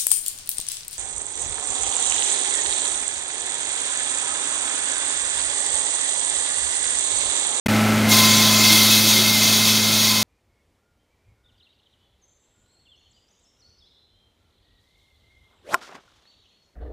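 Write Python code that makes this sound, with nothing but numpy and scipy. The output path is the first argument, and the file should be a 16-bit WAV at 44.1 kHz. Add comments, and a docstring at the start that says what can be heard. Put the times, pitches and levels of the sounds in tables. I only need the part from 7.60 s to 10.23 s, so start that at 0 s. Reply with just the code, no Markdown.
"""Outdoors, a walk-behind diesel road saw runs at full speed while its blade cuts wet concrete.
The four-cylinder engine is a sum of sines for drone and whines, plus filtered noise for growl and clatter.
After half a second the blade bites: dense random impacts ring the steel disc, rasp and spray slurry,
and three disc modes sing as wavering tones. Hollow swells pass through the hum; the whole slowly sinks."""
import sys
import numpy as np
from scipy import signal
from scipy.fft import rfft, irfft
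from scipy.io import wavfile
from scipy.ndimage import uniform_filter1d

SR = 44100
rng = np.random.default_rng(int(sys.argv[2]) if len(sys.argv) > 2 else 0)


def unload_audio(sound):
    """Save the sound as a 16-bit wav file, at the path given as the first command line argument."""
    columns = np.transpose(np.atleast_2d(sound))
    # keep every value between -1 and 1, then stretch to whole-number steps
    steps = np.round(np.clip(columns, -1, 1) * 32767)
    wavfile.write(sys.argv[1], SR, steps.astype(np.int16))


N = 115983

# The blade in the cut. Each row: time in seconds, relative grinding force in dB,
# relative level of the spray hiss in dB.
CUT_COURSE = [(.46, -20.5, -35), (.495, -9, 0), (.52, 0, 0), (.6, 1, 2.5), (.74, 0, -2.5), (.9, 0, 0),
              (1.02, 1, -1), (1.08, 3, 2), (1.15, 4, 6), (1.28, 2.5, 4), (1.35, 4, 4.5), (1.41, 1, 4),
              (1.5, 5.5, 4.5), (1.66, 2, 3), (1.82, 3.5, 3), (2.12, 3.5, 3), (2.24, 0.5, 0), (2.42, 4, 4),
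              (2.63, 2.5, 0.5)]


def undb(db):
    """Level to amplitude: 20 dB is a factor of ten."""
    return 10 ** (np.asarray(db) / 20)


def unit(x):
    """Normalisation: scale to an rms value of 1."""
    return x / np.sqrt(np.mean(x ** 2))


def curve(table, axis=1):
    """Linear interpolation in time of one column of a table."""
    rows = np.array(table, float)
    return np.interp(np.arange(N) / SR, rows[:, 0], rows[:, axis])


def walk(rate):
    """Slow random modulation: values held for 1 / rate seconds, smoothed twice, rms 1."""
    hold = int(SR / rate)
    held = np.repeat(rng.standard_normal(N)[:N // hold + 1], hold)
    smoothed = uniform_filter1d(uniform_filter1d(held, hold), hold)
    return unit(smoothed[:N])


def colour(x, points):
    """Spectral shaping: a response through (Hz, dB) points on a log frequency axis, rms 1."""
    hz, db = np.array(points, float).T
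    frequency = np.maximum(np.fft.rfftfreq(N, 1 / SR), 1)
    response = undb(np.interp(np.log(frequency), np.log(hz), db))
    return unit(irfft(rfft(x) * response, N))


def ring(x, hz, width):
    """Resonance: one damped mode of the given bandwidth in Hz, driven by x, rms 1."""
    pole = np.exp((2j * np.pi * hz - np.pi * width) / SR)
    return unit(signal.lfilter([1], [1, -pole], x).imag)


def tone(turns):
    """Pure tone: a sine of rms 1 from its phase in turns."""
    return np.sqrt(2) * np.sin(2 * np.pi * turns)


def grains(rate, spread_db):
    """Shot noise: random impacts per second, of either sign and unequal size, rms 1."""
    hit = rng.random(N) < rate / SR
    sign = rng.choice([-1, 1], N)
    size = undb(spread_db * rng.exponential(size=N).clip(0, 5))
    return unit(hit * sign * size)


def blade():
    """Impact excitation: grit strikes the disc's modes, rasps through the ringing guard, flies off as slurry."""
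    # Modes of the steel disc. Each row: frequency in Hz, bandwidth in Hz, relative level in dB.
    disc_modes = [(2110, 70, -33), (2580, 45, -30.5), (3085, 40, -33), (3190, 40, -35), (3370, 45, -28.5),
                  (3480, 45, -32), (3715, 45, -29.5), (3830, 35, -29.5), (4100, 50, -33),
                  (4440, 110, -27.5), (4786, 35, -27.5), (5270, 70, -29.5), (5610, 25, -34),
                  (5716, 20, -36), (5992, 28, -28.5), (6285, 30, -34), (6378, 30, -34), (6575, 40, -28),
                  (7000, 25, -38), (8520, 30, -36), (8950, 40, -35), (9280, 70, -36), (10750, 50, -37),
                  (11130, 60, -36), (11630, 50, -35), (14800, 90, -35)]
    # Spectrum of the rasp. Each row: frequency in Hz, relative level in dB per Hz.
    rasp_spectrum = [(500, -31), (1000, -7.5), (1800, -24), (2300, -6), (2850, -10.5), (3150, -2.5),
                     (3800, 1), (4500, .5), (5000, -6), (5400, -2), (5800, -5.5), (6500, -6), (7100, -6),
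                     (7500, -9.5), (8200, -15), (16000, -24)]
    # Spectrum of the slurry spray. Each row: frequency in Hz, relative level in dB per Hz.
    spray_spectrum = [(3000, -17), (7000, -18), (8200, -3.5), (8700, -1.5), (9400, 1.5), (10300, 0),
                      (11000, 3), (12500, 0), (14000, 3), (15000, 0.5), (16000, 3.5)]
    disc_db, rasp_db, spray_db = 0.5, -17, -19.5
    grit_per_s, grit_spread_db = 15000, 2.0
    guard_share, guard_t60_s = 0.34, 0.11  # t60: time to decay by 60 dB

    flutter = undb(0.72 * walk(59.67))  # spread in dB, changes per second
    grit = grains(grit_per_s, grit_spread_db)
    disc = sum(undb(db) * ring(grains(grit_per_s, grit_spread_db), hz, width)
               for hz, width, db in disc_modes)

    decay = np.exp(-np.log(1000) * np.arange(N) / SR / guard_t60_s)
    tail = rng.standard_normal(N) * decay
    guard = unit(signal.fftconvolve(grit, tail)[:N])

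    rasp = colour(grit + guard_share * guard, rasp_spectrum)
    droplets = grains(2 * grit_per_s, grit_spread_db)
    spray = colour(droplets + guard_share * guard, spray_spectrum)

    force = undb(curve(CUT_COURSE))
    grinding = force * (undb(disc_db) * disc + undb(rasp_db) * rasp)
    hiss = undb(spray_db + curve(CUT_COURSE, axis=2)) * spray
    return flutter * (grinding + hiss)


def singing():
    """Frictional excitation: rubbing on the slot walls keeps three disc modes sounding as unsteady tones."""
    # Rubbed modes. Each row: frequency in Hz, rms pitch wander in Hz, rms level waver in dB.
    rubbed_modes = [(1034, 10, 2), (2112, 24, 3.5), (7226, 8, 3)]
    # Their course. Each row: time in seconds, then levels in dB of the lowest, middle and highest mode.
    mode_levels = [(.47, -60, -50, -55), (.5, -36, -32, -29), (.525, -32, -20, -26), (.58, -25, -28, -33),
                   (.63, -23, -23, -35), (.69, -28, -23, -30), (.74, -28, -30, -26), (.82, -28, -25, -31),
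                   (.88, -28, -27, -35), (.93, -28, -24, -27), (1.06, -26, -22, -30), (1.15, -31, -25, -31),
                   (1.21, -27, -20, -31), (1.28, -34, -27, -27), (1.4, -40, -29, -34), (1.5, -35, -29, -33),
                   (1.58, -35, -19, -28), (1.64, -40, -38, -35), (1.7, -38, -23, -38),
                   (1.78, -38, -19, -26), (1.9, -33, -28, -30), (2.1, -34, -29, -30), (2.3, -42, -28, -36),
                   (2.53, -25, -27, -34), (2.63, -29, -28, -35)]

    song = 0
    for k, (hz, wander_hz, waver_db) in enumerate(rubbed_modes):
        turns = np.cumsum(hz + wander_hz * walk(70)) / SR
        wavering = unit(undb(waver_db * walk(60.1)) * tone(turns))
        song = song + undb(curve(mode_levels, axis=k + 1)) * wavering
    return song


def engine():
    """Periodic excitation: drone and whines follow the firing rate; clatter partly repeats each cycle."""
    # Exhaust drone. 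Each row: multiple of the firing rate, level in dB.
    drone_partials = [(1, -25), (1.5, -38), (2, -19.5), (2.5, -40), (2.75, -40.5), (3, -51.5), (3.5, -37.5),
                      (5, -41.5)]
    # Gear and fan whines. Each row: multiple of the firing rate, level in dB before waver and load.
    whine_partials = [(3.8, -39), (5.75, -41), (7.62, -41), (12.26, -37), (19.2, -39)]
    # Spectrum of the clatter. Each row: frequency in Hz, relative level in dB per Hz.
    clatter_spectrum = [(20, -32), (40, -14), (70, -13), (130, -4.5), (260, -1), (380, -1), (445, -8.5),
                        (560, -2.5), (680, -4.5), (900, -6.5), (1150, -9), (1350, -4), (1750, -8),
                        (2150, -5.5), (2500, -8.5), (2900, -11), (5000, -18.5), (9000, -20), (16000, -27)]
    # Exhaust growl, which dips and then grows as the engine labours. Each row: time in seconds, level in dB.
    growl_course = [(.5, -39), (1.4, -42.5), (2.0, -36), (2.63, -34)]
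    cylinders, firing_hz, speed_waver = 4, 108, .002  # waver: rms fraction of the firing rate
    whine_waver_db, whine_drift_hz, whine_under_load_db = 3, 4.27, -2
    clatter_db, repeating_share, knock_depth = -22, 0.35, 0.17  # share of the noise power
    growl_hz, growl_width_hz = 369, 76

    firings = np.cumsum(firing_hz * (1 + speed_waver * walk(10))) / SR
    drone = sum(undb(db) * tone(k * firings + rng.random()) for k, db in drone_partials)

    whines = 0
    for multiple, db in whine_partials:
        gain = undb(db + whine_waver_db * walk(12))
        drift = np.cumsum(whine_drift_hz * walk(29.55)) / SR
        whines = whines + gain * tone(multiple * firings + drift)

    # The same stretch of noise is read again in every engine cycle.
    cycle = int(SR * cylinders / firing_hz)
    place = (firings / cylinders % 1 * cycle).astype(int)
    repeating = rng.standard_normal(N)[place]
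    fresh = rng.standard_normal(N)
    noise = np.sqrt(repeating_share) * repeating + np.sqrt(1 - repeating_share) * fresh
    knocking = noise * (1 + knock_depth * np.cos(2 * np.pi * firings))
    clatter = undb(clatter_db) * colour(knocking, clatter_spectrum)

    # Two equal resonances in series make steeper skirts.
    resonant = ring(ring(knocking, growl_hz, growl_width_hz), growl_hz, growl_width_hz)
    growl = undb(curve(growl_course)) * resonant

    load = np.minimum(undb(curve(CUT_COURSE)), 1)
    return drone + growl + undb(whine_under_load_db * load) * whines + clatter


def swells():
    """Amplitude modulation: bell-shaped envelopes raise brief hollow tones in the hum."""
    # Each row: time of the peak in seconds, frequency in Hz, peak level in dB.
    swell_peaks = [(1.14, 323.4, -27.5), (1.45, 329.6, -28.5), (1.61, 369, -26)]
    swell_s = .045  # from the peak to 1/e of it

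    t = np.arange(N) / SR
    hum = 0
    for peak_s, hz, db in swell_peaks:
        envelope = np.exp(-((t - peak_s) / swell_s) ** 2)
        hum = hum + undb(db) * envelope * tone(hz * t + rng.random())
    return hum


def scene():
    """Superposition: all sources add, and two equal channels place them straight ahead."""
    # Level of the whole sound. Each row: time in seconds, level in dB.
    overall_level = [(0.06, 0), (.5, -0.5), (.9, -3), (1.3, -4.5), (1.7, -6.5), (2.2, -6.5), (2.63, -8.5)]
    saw = (engine() + swells() + blade() + singing()) * undb(curve(overall_level))
    return np.array([saw, saw])


def record(dry):
    """Saturation and band limiting: peaks are rounded, the sound cuts in with a gap, the top is cut off."""
    # Silence, onset and one short gap. Each row: time in seconds, gain as a plain factor.
    onset_gain = [(.059, 0), (.061, 1), (.068, 1), (.074, 0), (.083, 0), (.0845, 1)]
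    peak_ceiling, top_hz = .95, 15720

    rounded = dry / (1 + (dry / peak_ceiling) ** 4) ** .25
    low_pass = signal.ellip(12, .2, 80, top_hz, fs=SR, output="sos")  # ripple and stop-band depth in dB
    return signal.sosfilt(low_pass, rounded * curve(onset_gain))


dry = scene()
out = record(dry)
unload_audio(out)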